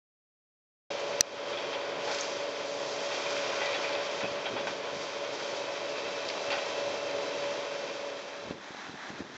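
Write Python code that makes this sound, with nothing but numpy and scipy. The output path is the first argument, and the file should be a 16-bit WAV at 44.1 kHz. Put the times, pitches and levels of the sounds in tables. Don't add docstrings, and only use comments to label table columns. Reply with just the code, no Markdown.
import sys
import numpy as np
from scipy import signal
from scipy.fft import rfft, irfft
from scipy.io import wavfile

SR = 44100
rng = np.random.default_rng(int(sys.argv[2]) if len(sys.argv) > 2 else 0)


def store_pcm(level_fs):
    pcm = np.round(np.clip(level_fs, -1, 1) * 32767).astype(np.int16)
    wavfile.write(sys.argv[1], SR, np.atleast_2d(pcm).T)


N = 413216
TIME, BINS = np.arange(N) / SR, np.fft.rfftfreq(N, 1 / SR)
RIDE_START_S, RIDE_FADE_S = 7.47, 1.42
MIC_EDGE_HZ = 7780


def amp(db):
    return 10 ** (np.asarray(db) / 20)


def unit_rms(x):
    return x / np.sqrt(np.mean(x ** 2) + 1e-20)


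def envelope(rows, column=1):
    rows = np.array(rows)
    return amp(np.interp(TIME, rows[:, 0], rows[:, column]))


def swell(s, half_s):
    away = np.exp(-abs(TIME - s) / half_s)
    return 2 * away / (1 + away ** 2)


def decay(t, t60):
    return np.exp(-np.log(1000) * t / t60)


def spectrum(points):
    hz, db = np.transpose(points)
    return amp(np.interp(np.log(BINS + 1), np.log(hz + 1), db))


def lowpass(hz, order=6):
    return 1 / np.sqrt(1 + (BINS / hz) ** (2 * order))


def highpass(hz, order=6):
    return np.sqrt(1 - lowpass(hz, order) ** 2)


def resonance(centre_hz, width_hz, hz=BINS):
    return 1 / (1 + (2 * (hz - centre_hz) / width_hz) ** 2)


def coloured(x, gain):
    return unit_rms(irfft(rfft(x) * gain, len(x)))


def noise(gain, length=N):
    return coloured(rng.standard_normal(length), gain)


def drift(rate_hz):
    return noise(lowpass(rate_hz, order=2))


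def grit(per_s, spread_db):
    size = amp(spread_db * np.minimum(rng.exponential(1, N), 4))
    return unit_rms(size * rng.choice([-1, 1], N) * (rng.random(N) < per_s / SR))


def tone(cycles, db, waver):
    angle = 2 * np.pi * (cycles + rng.random())
    knots = np.linspace(0, TIME[-1], 130)
    in_phase, quadrature = (np.interp(TIME, knots, row) for row in rng.standard_normal((2, len(knots))))
    wave = (1 + waver * in_phase) * np.sin(angle) + waver * quadrature * np.cos(angle)
    return amp(db) * unit_rms(wave)


def struck_mode(t, hz, t60):
    return np.sqrt(2) * np.sin(2 * np.pi * (hz * t + rng.random())) * decay(t, t60)


def add(mix, s, sound):
    part = mix[round(s * SR):][:len(sound)]
    part += sound[:len(part)]


# (order [1], relative level [dB])
MOTOR_HARMONICS = [(16, -58.5), (18, -51.5), (19, -56), (20, -54), (22, -49.5), (24, -51.5), (26, -48.5),
                   (28, -56.5), (36, -61), (38, -63), (40, -54.7), (42, -66)]
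# (order [1], relative level [dB])
GEAR_HARMONICS = [(2, -72), (4, -56), (5, -57.5), (6, -51), (10, -58), (12, -58), (16, -60.5)]
# (frequency [Hz], relative level [dB])
WHINE_TONES = [(2740, -61.5), (3052, -61.5), (4581, -66)]
# (frequency [Hz], relative level [dB])
HOUSING_SPECTRUM = [(29, -75), (50, -43), (112, -23), (208, -20.5), (252, -21.5), (276, -18), (326, -14.5),
                    (433, -9), (503, -9), (559, -6), (612, -9), (754, -13.5), (863, -13.5), (1260, -18),
                    (1800, -18.5), (2340, -53.5), (3960, -120)]
# (time [s], level [dB])
MESH_LEVEL = [(1.0, -39.5), (1.7, -41), (2.3, -39.5), (2.8, -40.5), (3.4, -39), (4.1, -38.5), (4.85, -44.5),
              (5.7, -40), (6.3, -42.5), (7.0, -38), (7.5, -38.5), (8.45, -40.5)]
# (time [s], gain [dB])
DRIVE_NEARNESS = [(1.2, 0), (2.6, -0.5), (3.9, 1.5), (4.5, -1), (5.05, -2), (5.7, -0.5), (6.3, 0),
                  (6.9, 0.5), (7.6, 0.2)]


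def gearbox(motor_hz=24.765, gear_hz=71.19, mesh_order=8, throb_hz=3.175, crest_s=1.463):
    clock = np.cumsum(1 + 0.00066 * drift(1.3)) / SR
    partials = [(k * motor_hz, db) for k, db in MOTOR_HARMONICS]
    partials += [(k * gear_hz, db) for k, db in GEAR_HARMONICS]
    hum = sum(tone(hz * clock, db, waver=0.25) for hz, db in partials)
    whine = sum(tone(hz * clock, db, waver=0.25) for hz, db in WHINE_TONES)
    roar = noise(spectrum(HOUSING_SPECTRUM) * lowpass(999)) * amp(-40.5 + 1.1 * drift(9.9))
    throb = 1 + 0.25 * np.cos(2 * np.pi * throb_hz * (TIME - crest_s))
    mesh = tone(mesh_order * gear_hz * clock, db=0, waver=.12) * throb * envelope(MESH_LEVEL)
    return (hum + whine + roar) * envelope(DRIVE_NEARNESS) + mesh


# (frequency [Hz], bandwidth [Hz], relative level [dB])
FRAME_MODES = [(840, 140, 0), (1370, 80, -6), (1544, 100, -1), (1964, 160, -2.5), (2397, 110, 1.5),
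               (2510, 90, 0.5), (2680, 93, -4.5), (3143, 110, 1.5), (3390, 110, 0), (3790, 120, -0.5),
               (4330, 130, -8), (4630, 150, -5)]


def frame_response():
    return np.sqrt(sum(amp(db) ** 2 * resonance(hz, width) for hz, width, db in FRAME_MODES))


# (frequency [Hz], relative level [dB])
STEEL_SPECTRUM = [(410, -27.5), (700, -12), (751, -6.5), (830, 2.5), (1010, 3), (1270, -3), (1530, -4.5),
                  (1730, -5), (2480, -6), (2880, -6.5), (3250, -7.5), (4130, -13.5), (5810, -17),
                  (6690, -21.5), (7700, -30), (10000, -50), (16900, -120)]
# (time [s], relative scrape level [dB], relative hiss level [dB])
ROPE_LOAD = [(1.6, -39.5, -52.5), (2.0, -40, -54), (2.26, -39.5, -45), (2.47, -40, -50.5),
             (2.68, -42, -48.5), (2.91, -40, -46.5), (3.33, -36, -43.5), (3.92, -36, -48.5),
             (4.41, -40, -52), (4.98, -41, -53), (6.75, -39, -47.5), (7.12, -40, -51), (7.4, -39.5, -49.5)]
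# (time [s], relative level [dB], half length [s])
GUIDE_SWISHES = [(1.03, -52, 0.21), (2.146, -44, 0.064), (4.173, -51, 0.059), (4.686, -48.5, 0.019),
                 (5.042, -50, 0.069), (5.511, -48.5, 0.12)]


def rope(knock_t60=.09, ripple_db=1.1):
    rub = rng.standard_normal(N) + 0.42 * grit(1200, spread_db=4.0)
    load = envelope(ROPE_LOAD)
    impacts = abs(grit(30, spread_db=1.2))
    knocks = unit_rms(signal.lfilter([1], [1, -decay(1 / SR, knock_t60)], impacts))
    rattle = 0.5 * np.tanh(unit_rms(load)) * knocks * rng.standard_normal(N)
    mode_hz = np.arange(0, 9000, 22)
    ripple = amp(ripple_db * np.interp(BINS, mode_hz, rng.standard_normal(len(mode_hz))))
    steel = spectrum(STEEL_SPECTRUM) * ripple * (1 + 0.79 * frame_response())
    scrape = coloured(rub + rattle, steel * highpass(1026) * lowpass(5050)) * amp(-1 + 0.29 * drift(12))
    hiss = coloured(rub, steel * highpass(4830)) * amp(0.26 + 0.93 * drift(15))
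    swish = sum(amp(db) * swell(s, half_s) for s, db, half_s in GUIDE_SWISHES)
    return scrape * np.hypot(load, swish) + hiss * np.hypot(envelope(ROPE_LOAD, column=2), swish)


# (frequency [Hz], relative level [dB], t60 [s])
SNAP_TONES = [(1350, -16.5, .007), (1895, -7, 0.0077), (2580, -13.5, 0.016), (4240, -1.5, 0.0096),
              (4990, -1.5, 0.0092), (5803, 6.5, 0.0068), (7700, -14, 0.013)]


def snap(s=1.2083, gain_db=2.3, rise_s=0.00017):
    out, t = np.zeros(N), np.arange(SR // 20) / SR
    tones = sum(amp(db) * decay(t, t60) * np.sin(2 * np.pi * hz * t) for hz, db, t60 in SNAP_TONES)
    add(out, s, amp(gain_db) * tones * (1 - np.exp(-t / rise_s)))
    return out


# (frequency [Hz], relative level [dB])
RUMBLE_SPECTRUM = [(40, -17.5), (100, -8.5), (200, -3), (300, -3.5), (450, -4.5), (800, -22), (2000, -56)]
# (time [s], relative level [dB], half length [s])
RUMBLES = [(1.3, -55, .08), (4.245, -43.5, 0.029), (4.548, -40.5, 0.02), (4.67, -48.5, 0.067),
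           (4.963, -48.5, 0.044), (8.515, -42.5, 0.04), (8.916, -47, 0.028), (9.132, -49, 0.025),
           (9.222, -44, 0.021), (9.315, -48, 0.034)]
# (time [s], swing level [dB], half period [s], push level [dB])
WIND_POPS = [(4.244, -26, 0.001, -34), (4.316, -34.5, 0.0018, -34), (8.5088, -24, 0.0012, -15),
             (8.706, -38.5, 0.0016, -27.5), (8.747, -35, 0.0008, -30), (8.895, -40, 0.0018, -32),
             (8.941, -36, 0.0015, -28), (9.103, -33, 0.0018, -22), (9.2047, -29.5, 0.0015, -16.5),
             (9.208, -34, 0.002, -28), (9.22, -32, 0.0013, -29)]


def rumbles_and_wind(push_lag_s=0.023, push_width_s=.015):
    swells = sum(amp(db) * swell(s, half_s) for s, db, half_s in RUMBLES)
    out = noise(spectrum(RUMBLE_SPECTRUM)) * swells * amp(-1 + 2 * drift(30))
    for s, db, half_s, push_db in WIND_POPS:
        swing = np.sin(np.pi * np.arange(0, 2 * half_s, 1 / SR) / half_s)
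        add(out, s, amp(db) * swing)
        out += amp(push_db) * np.exp(-((TIME - s - push_lag_s) / push_width_s) ** 2 / 2)
    return out


def rebounds(t, t60, gap_s=.008, restitution=.66, count=3):
    gaps = gap_s * rng.uniform(.7, 1.3, count - 1)
    delays = np.append(0, np.cumsum(gaps))
    energies = restitution ** (2 * np.arange(count))
    power = sum(energy * (t >= s) * decay(abs(t - s), t60) ** 2 for s, energy in zip(delays, energies))
    return np.sqrt(power / energies.sum())


# (frequency [Hz], relative level [dB])
TUBE_MODES = [(1513, -3.5), (1890, 0), (2245, 2.5), (2503, -3), (2700, 0), (2815, -0.5), (3090, 0.5),
              (3350, -1), (3962, -7.5), (4253, -9), (4800, -10.5)]
# (time [s], relative level [dB], rattle t60 [s], tilt [dB/octave],
# ring frequency [Hz], relative ring level [dB], ring t60 [s])
HANGER_KNOCKS = [(1.571, -37.5, 0.22, -1, 3340, -43, .3), (1.729, -33.5, 0.13, -4, 3170, -43, .2),
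                 (2.073, -36, 0.33, -8, 827, -41, .3), (2.107, -35.5, 0.14, -6, 1950, -47, .1),
                 (3.115, -37, .45, -6, 2400, -52, .2), (3.249, -45, 0.17, -3, 2440, -40.5, .35),
                 (3.525, -40, .15, -6, 1570, -45, .2), (3.596, -41, 0.11, -8, 1484, -40, .15),
                 (3.615, -32.5, 0.27, -5, 1974, -39.5, 0.45), (3.657, -33, 0.08, 4, 2390, -41, 0.34),
                 (3.73, -31.5, .08, -2.5, 1780, -41, .15), (3.742, -30.5, 0.084, -1, 3375, -36.5, .25),
                 (3.842, -39.5, .1, -5, 2460, -39, .2), (3.951, -36.5, 0.08, -6, 2540, -43, 0.23),
                 (4.206, -33, 0.11, -5.5, 1980, -46, .15), (4.235, -36, .08, -5.5, 2550, -36, 0.16),
                 (4.456, -30.5, 0.1, -4, 3270, -39, 0.18), (4.562, -33.5, 0.18, -6.5, 3380, -47.5, .7),
                 (4.67, -30, 0.1, -5.5, 1545, -39.5, 0.17), (6.503, -33.5, 0.14, -1, 2700, -39.5, .3),
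                 (6.516, -32, 0.29, -4.5, 1520, -44, 0.45), (6.545, -42, 0.82, -8.5, 1044, -48, 0.5)]


def hangers(rise_s=.0008, tube_db=-9, split_hz=28):
    out, t = np.zeros(N), np.arange(SR // 2) / SR
    hz = np.fft.rfftfreq(len(t), 1 / SR)
    body = np.interp(hz, BINS, frame_response() * highpass(450, order=3) * lowpass(MIC_EDGE_HZ))
    tube_hz, mode_db = np.transpose(TUBE_MODES)
    for s, db, t60, tilt, ring_hz, ring_db, ring_t60 in HANGER_KNOCKS:
        rattle = noise(body * amp(tilt * np.log2(hz + 1)), len(t)) * rebounds(t, t60)
        shares = amp(mode_db + tilt * np.log2(tube_hz))
        shares /= np.linalg.norm(shares)
        tube = sum(share * struck_mode(t, f, 2 * t60) for f, share in zip(tube_hz, shares))
        ring = sum(struck_mode(t, ring_hz + k * split_hz, ring_t60) for k in (-1, 0, 1)) / np.sqrt(3)
        knock = amp(db + 0.9) * (rattle + amp(tube_db) * tube) + amp(ring_db + 1) * ring
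        add(out, s, knock * (1 - np.exp(-t / rise_s)))
    return out


# (time [s], level [dB], centre [Hz], bandwidth [Hz], t60 [s])
HANGER_TICKS = [(1.573, -36.5, 3350, 500, .06), (1.745, -36, 3300, 700, .05),
                (2.114, -35, 3900, 3000, 0.044), (2.146, -29.5, 5240, 3200, 0.029),
                (2.184, -28.5, 4000, 3000, .02), (2.198, -37, 5200, 1800, .025),
                (2.208, -30.5, 6200, 1300, 0.04), (3.3663, -24, 2450, 1200, .02),
                (3.931, -35, 4380, 250, 0.055), (3.951, -30, 2900, 2400, .025),
                (4.671, -37, 5000, 900, .04), (6.287, -28, 4250, 1700, .028),
                (6.299, -29, 2750, 1200, .035), (6.3, -39, 4600, 1200, .07), (6.503, -30, 2700, 3400, .04),
                (6.503, -39, 4850, 800, 0.055), (6.518, -39, 4680, 700, .15)]


def ticks(rise_s=.0004):
    out, t = np.zeros(N), np.arange(SR // 5) / SR
    hz = np.fft.rfftfreq(len(t), 1 / SR)
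    for s, db, centre_hz, width_hz, t60 in HANGER_TICKS:
        burst = noise(resonance(centre_hz, width_hz, hz), len(t))
        add(out, s, amp(db) * burst * decay(t, t60) * (1 - np.exp(-t / rise_s)))
    return out


# (order [1], relative level [dB])
WHEEL_HARMONICS = [(2, -55.5), (3, -58), (4, -68)]
# (time [s], gain [dB])
WHEEL_SWELL = [(5.2, -24.5), (5.6, -3), (6.1, 3), (7.7, -1.5)]


def wheel(fundamental_hz=1323, flat_share=.028, flat_at_s=5.5, settle_s=.38, rim_hz=2650):
    flatness = flat_share * np.exp(np.minimum((flat_at_s - TIME) / settle_s, 1))
    pitch = fundamental_hz * (1 - flatness) * (1 + .0008 * drift(6))
    cycles = np.cumsum(pitch) / SR
    note = sum(tone(k * cycles, db, waver=0.52) for k, db in WHEEL_HARMONICS)
    rim = noise(resonance(rim_hz, width_hz=150)) * amp(-56 + 2 * drift(8))
    return (note + rim) * envelope(WHEEL_SWELL)


# (frequency [Hz], relative level [dB])
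SNOW_SPECTRUM = [(120, -26.5), (200, -6), (357, -6), (470, -9.5), (557, -6), (815, -4), (867, -3.5),
                 (1500, -7.5), (1700, -6.5), (2810, -12), (3980, -11.5), (4300, -16.5), (6220, -18),
                 (7700, -29.5), (10000, -70), (16900, -120)]
# (time [s], level [dB])
EDGE_BITE = [(8.6, -55), (8.68, -50), (8.72, -53), (8.82, -48), (8.91, -63), (9.0, -46), (9.07, -47.5),
             (9.13, -57.5), (9.24, -54), (9.36, -53)]


def skis(edge_hz=1680):
    crush = rng.standard_normal(N) + 0.71 * grit(900, spread_db=2.0)
    bite = envelope(EDGE_BITE)
    mean_bite = bite[TIME > RIDE_START_S + RIDE_FADE_S / 2].mean()
    slide = coloured(crush, spectrum(SNOW_SPECTRUM)) * amp(-44 + 0.9 * drift(6.3))
    slide *= (bite / mean_bite) ** 0.14
    coarse_crush = rng.standard_normal(N) + 0.71 * grit(900, spread_db=6.5)
    scrape = coloured(coarse_crush, resonance(edge_hz, width_hz=650))
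    return slide + scrape * bite


# (time [s], gain [dB])
STATION_FADE = [(7.45, -0.5), (8.0, -3.5), (8.3, -8), (8.5, -9.5), (8.62, -20.5), (8.9, -39)]


def scene():
    ride_fade = np.clip((TIME - RIDE_START_S) / RIDE_FADE_S, 0, 1)
    station = gearbox() + rope() + wheel() + hangers() + ticks()
    mono = envelope(STATION_FADE) * station + ride_fade * skis() + rumbles_and_wind() + snap()
    return np.array([mono, mono])


def gain_control(x, threshold_db=-21, slope=0.69, recover_db_per_s=36):
    power = signal.lfilter([1], [1, -np.exp(-1 / 220)], x ** 2) / 220
    cut_db = np.maximum(10 * np.log10(power + 1e-12) - threshold_db, 0) * slope
    recovery = TIME * recover_db_per_s
    held_db = np.maximum.accumulate(cut_db + recovery) - recovery
    return amp(-signal.lfilter(np.ones(100) / 100, 1, held_db))


def record(dry, start_s=.903, notch_hz=2885, notch_width_hz=90, band_limit_hz=15600):
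    notch = abs(BINS - notch_hz) / np.hypot(BINS - notch_hz, notch_width_hz / 2)
    mic = highpass(66, order=4) * notch * lowpass(MIC_EDGE_HZ, order=70)
    gate = np.interp(TIME, [start_s, start_s + .003, TIME[-1] - .003, TIME[-1]], [0, 1, 1, 0])
    ducked = irfft(rfft(dry[0]) * mic, N) * gain_control(dry[0]) * gate
    clipped = np.clip(ducked, -0.34, 0.43)
    softened = irfft(rfft(clipped) * lowpass(11000, order=3), N)
    band_limit = signal.firwin(511, band_limit_hz, window=("kaiser", 9), fs=SR)
    mono = signal.oaconvolve(softened, band_limit, "same")
    return np.array([mono, mono])


dry = scene()
out = record(dry)
store_pcm(out)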